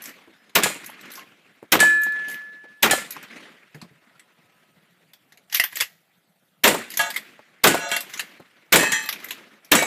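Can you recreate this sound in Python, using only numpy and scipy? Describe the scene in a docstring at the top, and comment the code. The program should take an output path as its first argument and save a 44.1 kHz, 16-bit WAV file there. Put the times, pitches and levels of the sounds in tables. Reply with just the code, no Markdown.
"""Heard first is the roll of an earlier shot, fading over quiet field air as a lever action shuts.
The lever rifle fires three times at steel plates and is laid on a wooden table; a pump shotgun fires four times.
Blasts are noise scattered by a wooden shooting bay, with slaps off posts, roofs and sheds; plates ring in modes.
Actions are strings of steel contacts and rasps, knocks are damped tones in noise, and a tree line returns the roll."""
import sys
import numpy as np
from scipy import signal
from scipy.fft import rfft, irfft
from scipy.io import wavfile
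from scipy.ndimage import uniform_filter1d

SR = 44100
rng = np.random.default_rng(int(sys.argv[2]) if len(sys.argv) > 2 else 0)


def boost(x):
    """Linear amplitude factor 10**(x/20) for a level x in decibels (scalar or array-like)."""
    u = np.asarray(x, float) / 20
    return 10 ** u


def materialize(psi):
    """Save the field psi as 16-bit PCM at rate SR to the path in sys.argv[1].

    A 1-D psi becomes a single channel; in a 2-D psi each row is a channel.
    """
    bounded = np.clip(np.atleast_2d(psi).T, -1, 1)
    quanta = np.round(bounded * 32767).astype(np.int16)
    wavfile.write(sys.argv[1], SR, quanta)


N = 434817


def evened(x):
    """Normalisation: scales x to unit rms."""
    return x / np.sqrt(np.mean(x ** 2) + 1e-20)


def read(points, hz):
    """Interpolation along a logarithmic frequency axis."""
    f, value = np.transpose(points)
    return np.interp(np.log(hz + 1), np.log(f + 1), value)


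def add(mix, s, sound):
    """Superposition: adds a sound to the mix from time s, cut at the end of the mix."""
    part = mix[round(s * SR):][:len(sound)]
    part += sound[:len(part)]


def coloured(x, points):
    """Linear filtering: weights the spectrum of x by points, at unit rms."""
    gain = boost(read(points, np.fft.rfftfreq(len(x), 1 / SR)))
    return evened(irfft(rfft(x) * gain, len(x)))


def grainy_noise(count, grain_db):
    """Impulsive noise: Gaussian samples whose levels are spread by a clipped exponential draw."""
    noise = rng.standard_normal(count)
    size = np.minimum(rng.exponential(1, count), 5)
    return noise * boost(grain_db * size)


def burst(points, t60, grain_db, rise=.0004):
    """Impact noise: coloured grains build up quickly and decay exponentially."""
    t = np.arange(SR // 4) / SR
    envelope = (1 - np.exp(-t / rise)) * boost(-60 * t / max(t60, .004))
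    return coloured(grainy_noise(len(t), grain_db), points) * envelope


# Blast spectrum: f/Hz, relative spectral level/dB
BLAST_COLOUR = [(15, -54.5), (25, -25.5), (87, -18.5), (195, 0.5), (405, 6.5), (1190, -2), (1840, -3),
                (3720, -6.5), (4740, -14.5), (7510, -14.5), (9840, -24), (14400, -11), (16000, -35.5)]
# Build-up of scattered sound in the bay: f/Hz, time constant/s
BAY_RISE = [(60, 0.0067), (400, 0.06), (900, .012), (2000, 0.0016), (5000, 0.00033), (15000, 0.00075)]
# Reverberation of the bay before each shot's stretch: f/Hz, t60/s
BAY_T60 = [(60, 0.25), (250, 0.24), (700, 0.17), (2000, 0.12), (5000, 0.13), (15000, 0.14)]


def blast(stretch, bass_db):
    """Reverberation: treble fills the bay first, and bass outlasts it, so the colour sinks."""
    t = np.arange(SR // 2) / SR
    hz = np.fft.rfftfreq(len(t), 1 / SR)
    taps = coloured(grainy_noise(len(t), grain_db=2.0), BLAST_COLOUR)
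    spectrum = rfft(taps) * boost(bass_db / (1 + (hz / 600) ** 2))
    out = np.zeros(len(t))
    late = np.maximum(t - .0055, 0)
    for centre in 31.25 * 2. ** np.arange(10):
        # overlapping triangular octave bands
        share = np.clip(1 - abs(np.log2((hz + 1) / centre)), 0, 1)
        fill = 1 - np.exp(-late / read(BAY_RISE, centre))
        decay = boost(-60 * late / (stretch * read(BAY_T60, centre)))
        out += irfft(spectrum * share, len(t)) * fill * decay
    return out


# Slaps off posts, roofs and sheds: t after the crack/s, level re blast/dB, centre f/Hz, t60/s
SLAPS = [(0.032, -5, 1185, 0.035), (.045, -15, 2500, 0.036), (.072, -10, 1990, 0.029),
         (.105, -12.5, 700, .075), (.15, -21.5, 501, .04)]


def add_slaps(out, crack_s):
    """Early reflection: each surface returns a delayed noise burst with its own centre frequency."""
    for delay, db, centre, t60 in SLAPS:
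        colour = [(centre / 6, -20), (centre, 0), (centre * 3, -16), (centre * 9, -26)]
        add(out, delay + crack_s, boost(db) * burst(colour, t60, grain_db=3, rise=.003))


HAMMER_DB, CRACK_DB = -29, -11  # level re blast/dB


def shot(stretch, bass_db):
    """Impulsive source: a hammer tick, a thin crack, then the scattered blast and its slaps."""
    out = blast(stretch, bass_db)
    add(out, .001, boost(HAMMER_DB) * burst(CLACK_COLOUR, t60=0.084, grain_db=0.5))
    crack_colour = [(1000, -4.0), (5000, 0.5), (13000, 4), (16000, -5.5)]
    add(out, .003, boost(CRACK_DB) * burst(crack_colour, t60=0.047, grain_db=8.5))
    add_slaps(out, crack_s=.003)
    return out


# Shots, rifle then shotgun: t of the crack/s, relative level/dB, stretch of the bay's decay, bass re blast/dB
SHOTS = [(0.552, -7, 0.84, -2), (1.72, -6, 0.84, 1), (2.826, -6, 0.89, -4), (6.637, -6, 1.3, 0),
         (7.637, -5, 1.01, 2.5), (8.723, -4, 1.2, -1.5), (9.716, -3, 0.83, 1.5)]


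def guns():
    """Superposition: every shot excites the bay afresh."""
    out = np.zeros(N)
    for s, db, stretch, bass_db in SHOTS:
        add(out, s - .003, boost(db + 4.5) * shot(stretch, bass_db))
    return out


def ring(modes, spread, rattle, swell, free, count, minor_db):
    """Modal decay: partials of randomly varied level, a crowd of weaker ones, and flutter from loose mounts."""
    t = np.arange(round((free + .25) * SR)) / SR
    where, loud, long = rng.random((count, 3)).T
    minor = zip(900 * 10 ** where, minor_db - 10 * loud, 0.077 + 0.28 * long)
    modes = [*modes, *minor]
    luck = rng.standard_normal((len(modes), 2))
    steps = np.arange(0, 2, .008)
    shake = rng.standard_normal((len(modes), 2, len(steps)))
    out = np.zeros(len(t))
    for (hz, db, t60), (level_luck, phase), (p, q) in zip(modes, luck, shake):
        span = t[:round(SR * (1.3 * t60 + 3 * swell))]
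        flutter = 1 + rattle * (np.interp(span, steps, p) + 1j * np.interp(span, steps, q))
        tone = (flutter * np.exp(2j * np.pi * hz * span + 1j * phase)).real
        add(out, 0, boost(db + spread * level_luck - 60 * span / t60) * tone)
    turning = (t / swell) ** 2 / (1 + (t / swell) ** 2)
    stilled = boost(-330 * np.maximum(t - free, 0))  # a steady dB rate
    return out * turning * stilled


# Partials, one table a plate: f/Hz, relative level/dB, t60/s
PLATE_MODES = [
    [(1675, 2.5, 0.15), (2160, -18.5, .7), (2440, -9.5, 0.5), (2260, -9, 0.36), (3080, 0, 0.14),
     (3284, -12.5, .27), (3920, -18, .25), (4880, -19, .25), (6395, -18.5, .22), (7100, -6.5, 0.13),
     (7100, -11.5, .23)],
    [(334, -19.5, 0.57), (1386, -19.5, 1.5), (1722.7, 3, 1.37), (1997, -18, 0.42), (2440, -22, 1),
     (3260, -28.5, 0.22), (3688, -14, 0.17), (3900, -26, 0.92), (5640, -17, 0.26), (7500, -18.5, 0.39),
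     (7800, -12, 0.43), (7700, -18, 0.3)],
    [(790, -2.5, 0.093), (1370, -11.5, 0.37), (1735, 7.5, 0.26), (2406, -21.5, 0.39), (3176, -7.5, 0.16),
     (4070, -12, 0.21), (4151, -15.5, 0.19), (5200, -32.5, 0.34), (5669, -32.5, 0.3), (6315, -32, 0.48),
     (7200, -26.5, 0.45)],
    [(568, -18, 0.53), (694, -9.5, 0.5), (887, -11.5, 0.38), (1250, -11, 0.48), (1474, -5.5, 0.45),
     (1664, -1, 0.36), (1940, -7, 0.23), (2083, -15, 0.25), (2240, -9.5, 0.33), (2747, -5, .5),
     (3060, -8, 0.19), (3230, -11.5, 0.26), (3310, -10, 0.27), (3530, -16.5, 0.52), (4000, -17.5, 0.62),
     (4120, -17, 0.57), (5830, -17.5, 0.49), (6610, -15, 0.4), (7381, -15.5, .5), (7800, -21, 0.4)],
    [(837, -14, 0.34), (880, -27, 1.5), (1180, -24, 0.77), (1676, -8, 0.39), (1726, -10.5, 0.52),
     (1840, -2, 0.37), (2010, -5.5, 0.27), (2450, -19, 0.38), (2580, -11.5, 0.65), (3122, -14.5, 0.54),
     (3290, -11, 0.36), (3881, -27.5, 0.77), (4120, -18.5, 0.88), (4457, -31, 0.55), (4850, -31.5, 0.34),
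     (5456, -25.5, 0.43), (5582, -23.5, 0.29), (5970, -9, 0.28), (5930, -12.5, 0.24), (6750, 5, 0.058),
     (7074, -8.5, 0.24), (7400, -14.5, 0.38), (7340, -16, 0.094), (7520, -12.5, 0.54)],
    [(514, -10, 0.53), (664, -13.5, 0.86), (1841, -4, 0.26), (2266, -9.5, 2.4), (2780, -13, 0.28),
     (3865, -12.5, 0.8), (5800, 7.5, 0.12), (6400, -6, 0.43), (6772, -9.5, 0.27), (7340, -6, 0.45),
     (7467, -14, 0.36), (7860, -9.5, 0.98)],
]
# Looseness of each plate's hanging: 0-1
PLATE_RATTLE = [.1, .02, 0.35, 0.66, 0.41, 0.93]
# Blows on each plate, by lead or by its fall; a toppling plate swells as it turns, the ground stills it:
# t/s, relative splash level/dB, ring level relative to the blow/dB, swell/s, free ringing/s
STRIKES = [
    [(0.6338, -6, -12.5, 0.0044, .25)],
    [(1.8022, -5, -9, 0.0031, 1.2)],
    [(2.9096, -5, -14, 0.0029, .2)],
    [(6.6764, -5.5, -24, .002, 0.21), (6.9915, -16, -4.5, 0.0028, 0.102), (7.6714, -3.5, -18, .03, 0.35),
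     (7.775, -27, 15, 0.1, 0.24), (7.9144, -16, -5.5, 0.0012, 0.059)],
    [(8.7584, 0, -3.5, 0.09, 0.16), (8.9191, -11.5, -5, 0.0059, 0.165)],
    [(9.7514, -4, -17, 0.015, .2)],
]
# Impact spectrum: f/Hz, relative spectral level/dB
SPLASH_COLOUR = [(88, -24.5), (150, 0), (1190, -13.5), (1720, -5), (2020, 0.5), (6260, -10), (7040, -0.5),
                 (13700, -12), (16000, -24.5)]


def plates():
    """Struck-plate radiation: a broadband splash and hissing tail, then the plate's own partials."""
    out = np.zeros(N)
    for modes, rattle, blows in zip(PLATE_MODES, PLATE_RATTLE, STRIKES):
        for s, db, ring_db, swell, free in blows:
            splash = burst(SPLASH_COLOUR, t60=0.063, grain_db=1.5)
            hiss = burst(SPLASH_COLOUR, t60=0.34, grain_db=4.0, rise=.002)
            clang = ring(modes, 3.0, rattle, max(swell, .001), free, count=48, minor_db=-18)
            add(out, s, boost(db - 5.0) * splash)
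            add(out, s, boost(db - 15) * hiss)
            add(out, s, boost(db + ring_db) * clang)
    return out


# Steel contact spectrum: f/Hz, relative spectral level/dB
CLACK_COLOUR = [(88, -50.5), (150, -24), (1500, -5.5), (1900, 7.5), (2500, -2.5), (3420, -3), (3700, -2.5),
                (7920, -8.5), (8900, -24.5), (10800, -5.5), (14000, -5.5), (15100, -7), (16000, -30)]
# Partials of the gun's steel: f/Hz, relative level/dB, t60/s
GUN_MODES = [(1820, -4, 0.048), (4320, -14, 0.23), (5609, -28.5, 0.39), (6260, 1.5, 0.064),
             (7230, -1.5, 0.049), (11090, 9, 0.052), (12300, -30.5, 0.69), (11730, -50, 1.4),
             (12890, -23.5, 0.21), (14360, -28, 0.17)]


def clack(db, tilt, t60):
    """Impact excitation: a bright tick, its echo from the bay, a short ring of the gun and a dull body."""
    bands = np.geomspace(150, 16000, num=28)
    ripple = 5.9 * rng.standard_normal(len(bands))  # random ripple varies the colour of each contact
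    levels = read(CLACK_COLOUR, bands) + tilt * np.log2(bands / 4000) + ripple
    colour = np.transpose([bands, levels])
    body_colour = [(70, -40), (160, -12.5), (400, -11), (1000, -1.5), (2500, 0.5)]
    out = boost(-6.5) * burst(colour, t60, grain_db=3.5, rise=0.0007)
    echo = burst(colour, t60=0.13, grain_db=-0.5, rise=0.0032)
    steel = ring(GUN_MODES, spread=1.8, rattle=0.5, swell=0.00063, free=.03, count=0, minor_db=0)
    body = burst(body_colour, t60, grain_db=-0.5, rise=.002)
    for part_db, part in [(-15.5, echo), (-29.0, steel), (-19, body)]:
        add(out, .0005, boost(part_db) * part[:SR // 5])
    return boost(db) * out


# Parts that meet in one stroke of each kind: level re stroke/dB, tilt/(dB per octave)
LEVER_OPENS = [(-7.5, 4), (0, 9.5)]
LEVER_SHUTS = [(5.5, 6.5), (2.5, 3.5), (5.5, 3.5), (-1.5, 5), (1.5, -1)]
PUMP_BACK = [(-15.5, 2.5), (-16.5, .6), (-14.5, 3), (0, 0.24), (-7, 0.87)]
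PUMP_FORWARD = [(-18, -3), (-6.5, .3), (-11.5, .4), (0, 0.6), (-12.5, -2)]
# Times of those contacts, a row a kind: stroke lengths after the main stop
PLACES = [
    [-1, 0],
    [-1, -.74, -.5, -.27, 0],
    [-1, -.79, -.47, 0, .56],
    [-1.68, -1, -.34, 0, .22],
]
# Strokes of each kind: t at place -1/s, t of the main stop/s, relative level/dB
STROKES = [
    [(.8429, .8605, -23.5), (2.0164, 2.0338, -19), (3.1065, 3.1207, -25)],
    [(.0205, .0915, -27.5), (1.1164, 1.1926, -29.5), (2.2834, 2.3425, -27)],
    [(5.5256, 5.5975, 1), (6.9022, 6.9716, -6.5), (7.889, 7.9638, -9), (9.0239, 9.0892, -9)],
    [(5.756, 5.802, -11.5), (7.1021, 7.1612, -13), (8.1364, 8.1936, -13.5), (9.2428, 9.3068, -17.5)],
]
# Decay of the contacts of each kind: t60/s
STROKE_T60 = [0.037, 0.021, 0.033, 0.069]
# Sliding steel of each kind: level re stroke/dB
RASP_DB = [-37.5, -29, -43, -34.5]
RASP_LEAD_S, RASP_DB_PER_S = 0.034, 112  # swell, from this long before the first contact; fade after the stop


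def actions():
    """Sliding friction and impact: steel rasps as it travels, parts click in order, the stop clacks."""
    out = np.zeros(N)
    t = np.arange(SR // 2) / SR
    kinds = LEVER_OPENS, LEVER_SHUTS, PUMP_BACK, PUMP_FORWARD
    for contacts, places, strokes, t60, rasp_db in zip(kinds, PLACES, STROKES, STROKE_T60, RASP_DB):
        for first, stop, db in strokes:
            length = stop - first
            for place, (part_db, tilt) in zip(places, contacts):
                add(out, stop + place * length, clack(db + part_db, tilt, t60))
            start = max(stop + places[0] * length - RASP_LEAD_S, 0)
            swell = np.minimum(t / RASP_LEAD_S, 1) ** 2
            fade = boost(-RASP_DB_PER_S * np.maximum(t + start - stop, 0))
            rasp = coloured(grainy_noise(len(t), grain_db=4.4), CLACK_COLOUR)
            add(out, start, boost(db + rasp_db) * swell * fade * rasp)
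    return out


# Steel contacts: some alone, others joining the clatter of lever and pump strokes:
# t/s, relative level/dB, tilt/(dB per octave)
CLACKS = [(0.4946, -41.5, -5.5), (0.8994, -33, 2), (1.0105, -37, 6), (1.055, -41, 3), (1.103, -34, 1),
          (2.1211, -36, 1), (3.1065, -17.5, 7.5), (3.2277, -31.5, -0.5), (3.7454, -32, -5),
          (3.8152, -29, -3.5), (4.1948, -35.5, -1.5), (5.1342, -35.5, -0.2), (5.322, -37.5, -3),
          (5.3737, -39.5, 0.5), (5.4977, -37.5, 0.5), (5.5462, -3.5, 3), (5.5535, -13, 4), (5.5707, -13, 5),
          (5.7694, -15.5, -0.5), (5.8081, -6.5, 0), (5.8195, -12, -0.85), (9.6465, -36.5, 8)]


def steel_contacts():
    """Impact of steel on steel: some contacts stand alone, others join the clatter of the strokes."""
    out = np.zeros(N)
    for s, db, tilt in CLACKS:
        add(out, s - .0005, clack(db, tilt, t60=0.046))
    return out


# Dull knocks on wood: t/s, relative level/dB, f/Hz, tone level relative to the knock/dB
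KNOCKS = [(0.274, -43, 332, -5), (0.892, -26, 720, -23), (1.174, -37, 1065, -2.5), (1.625, -31, 301, -13.5),
          (2.064, -23, 761, -29.5), (2.639, -36.5, 524, -12), (3.164, -20.5, 1034, -27),
          (3.746, -33, 151, -5), (3.821, -34.5, 173, -4.5), (3.905, -46, 136, -6), (4.016, -50, 243, -13.5),
          (7.288, -50, 256, -11), (7.391, -30.5, 550, -24.5), (8.397, -30.5, 242, -15.5),
          (9.405, -35, 232, -17)]


def knocks():
    """Damped resonance: hollower knocks on wood have more tone and last longer."""
    out = np.zeros(N)
    t = np.arange(SR // 4) / SR
    for s, db, hz, tone_db in KNOCKS:
        t60 = .16 * boost(0.56 * tone_db)
        colour = [(hz / 3, -18), (hz, 0), (hz * 4, -16), (hz * 16, -40)]
        tone = np.sin(2 * np.pi * hz * t) * (1 - np.exp(-t / 0.0039))
        add(out, s, boost(db - 1.5) * burst(colour, t60, grain_db=5.0, rise=0.0049))
        add(out, s, boost(db + tone_db - 60 * t / (1.5 * t60)) * tone)
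    return out


def handling():
    """High-pass filtering: actions, steel contacts and wooden knocks, thinned below 85 Hz."""
    out = actions() + steel_contacts() + knocks()
    return signal.sosfilt(signal.butter(3, 85, "high", fs=SR, output="sos"), out)


def field_noise(points, level, patchy_db, flicker_db):
    """Random noise field: short-time spectra with drifting patches and a flicker shared by all pitches."""
    frames = N // 128 + 5
    a, b, patches = rng.standard_normal((frames, 257, 3)).T
    flicker = evened(uniform_filter1d(patches[0], size=5))
    patches = uniform_filter1d(patches, size=8, axis=0)
    patches = evened(uniform_filter1d(patches, size=12, axis=1))
    spectra = (a + 1j * b) * boost(patchy_db * patches + flicker_db * flicker)
    noise = signal.istft(spectra, nperseg=512, noverlap=384)[1][:N + N % 2]
    return coloured(noise, points)[:N] * level


# Spectrum of the roll: f/Hz, relative spectral level/dB
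ROLL_COLOUR = [(35, -49), (60, -34), (207, 3.5), (903, -6.5), (1700, 1.5), (2090, 2), (3760, -8),
               (5210, -15.5), (11000, -24), (14900, -32.5), (16000, -34.5)]
# A shot before the start, of which only the roll is left: t/s, relative level/dB
EARLIER_SHOT = (-.55, -5.5)
# Levels re blast: near ground fades fast, the tree line answers late and holds, far hills linger
NEAR_DB, NEAR_DB_PER_S = -16, 91
TREES_DB, TREES_AT_S, TREES_RISE_S, TREES_HOLD_S, TREES_DB_PER_S = -40.5, 0.2, 0.15, .27, 76.5
FAR_DB, FAR_DB_PER_S = -48.5, 6


def roll():
    """Incoherent scattering: the powers of every shot's distant echoes add."""
    power = np.zeros(N)
    for s, db, *_ in [EARLIER_SHOT, *SHOTS]:
        t = np.arange(N) / SR - s
        rise = np.clip((t - TREES_AT_S) / TREES_RISE_S, 0, 1)
        fading = np.maximum(t - TREES_AT_S - TREES_RISE_S - TREES_HOLD_S, 0)
        near = boost(NEAR_DB - NEAR_DB_PER_S * t.clip(0))
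        trees = rise * boost(TREES_DB - TREES_DB_PER_S * fading)
        far = rise * boost(FAR_DB - FAR_DB_PER_S * t.clip(0))
        power += (t > 0) * boost(2 * db) * (near ** 2 + trees ** 2 + far ** 2)
    return field_noise(ROLL_COLOUR, np.sqrt(power), patchy_db=2.5, flicker_db=2.03)


# Spectrum of the field air: f/Hz, relative spectral level/dB
AIR_COLOUR = [(24, -64), (40, -33.5), (167, 7), (276, -6), (345, -7.5), (697, -2.5), (1070, -12.5),
              (1370, -5.5), (1630, -13), (3740, -12.5), (5580, -21.5), (14500, -17.5), (16000, -28.5)]
# Level of the background hush: t/s, relative level/dB
AIR_LEVEL = [(0, -0.5), (3.6, -1), (4.4, 1.5), (6.399, 1), (7.399, -3), (9.86, 1.5)]
# Faint thin tones: start t/s, end t/s, f/Hz, relative level/dB
THIN_TONES = [(0.315, 0.556, 5080, -73.5), (3.7, 4.8, 1000, -74.5), (3.397, 5.0, 1275, -73)]


def air():
    """Background noise: a quiet broadband hush with a few faint pure tones."""
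    level_db = -67 + np.interp(np.arange(N) / SR, *np.transpose(AIR_LEVEL))
    out = field_noise(AIR_COLOUR, boost(level_db), patchy_db=3.5, flicker_db=1.5)
    for start, end, hz, db in THIN_TONES:
        t = np.arange(0, end - start, 1 / SR)
        add(out, start, boost(db) * np.sin(2 * np.pi * hz * t) * signal.windows.tukey(len(t), .4))
    return out


def scene():
    """Superposition: guns, plates, handling, far roll and air, heard from beside the shooter."""
    return (guns() + plates() + handling() + roll() + air())[None]


def band_limit(x):
    """A steep low-pass at the top of the band."""
    return signal.sosfilt(signal.butter(12, 16470, fs=SR, output="sos"), x)


def record(dry):
    """Dynamic compression and saturation: blasts flatten, top treble is cut, peaks round, deep bass thins."""
    power_db = 10 * np.log10(abs(uniform_filter1d(dry[0] ** 2, size=90)) + 1e-12)
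    fall = np.arange(N) * 83.0 / SR  # recovery of 83 dB/s
    peak_db = np.maximum.accumulate(power_db + fall) - fall
    over_db = np.maximum(peak_db + 8.0, 0)  # threshold -8 dB
    held = dry / boost(.5 * uniform_filter1d(over_db, size=40))  # half the excess is removed
    held = signal.sosfilt(signal.cheby2(10, 40, 15900, fs=SR, output="sos"), held)
    rounded = held / (1 + (held / .66) ** 4) ** .25
    mix = signal.sosfilt(signal.butter(1, 35, "high", fs=SR, output="sos"), rounded)
    return band_limit(mix)


dry = scene()
out = record(dry)
materialize(out)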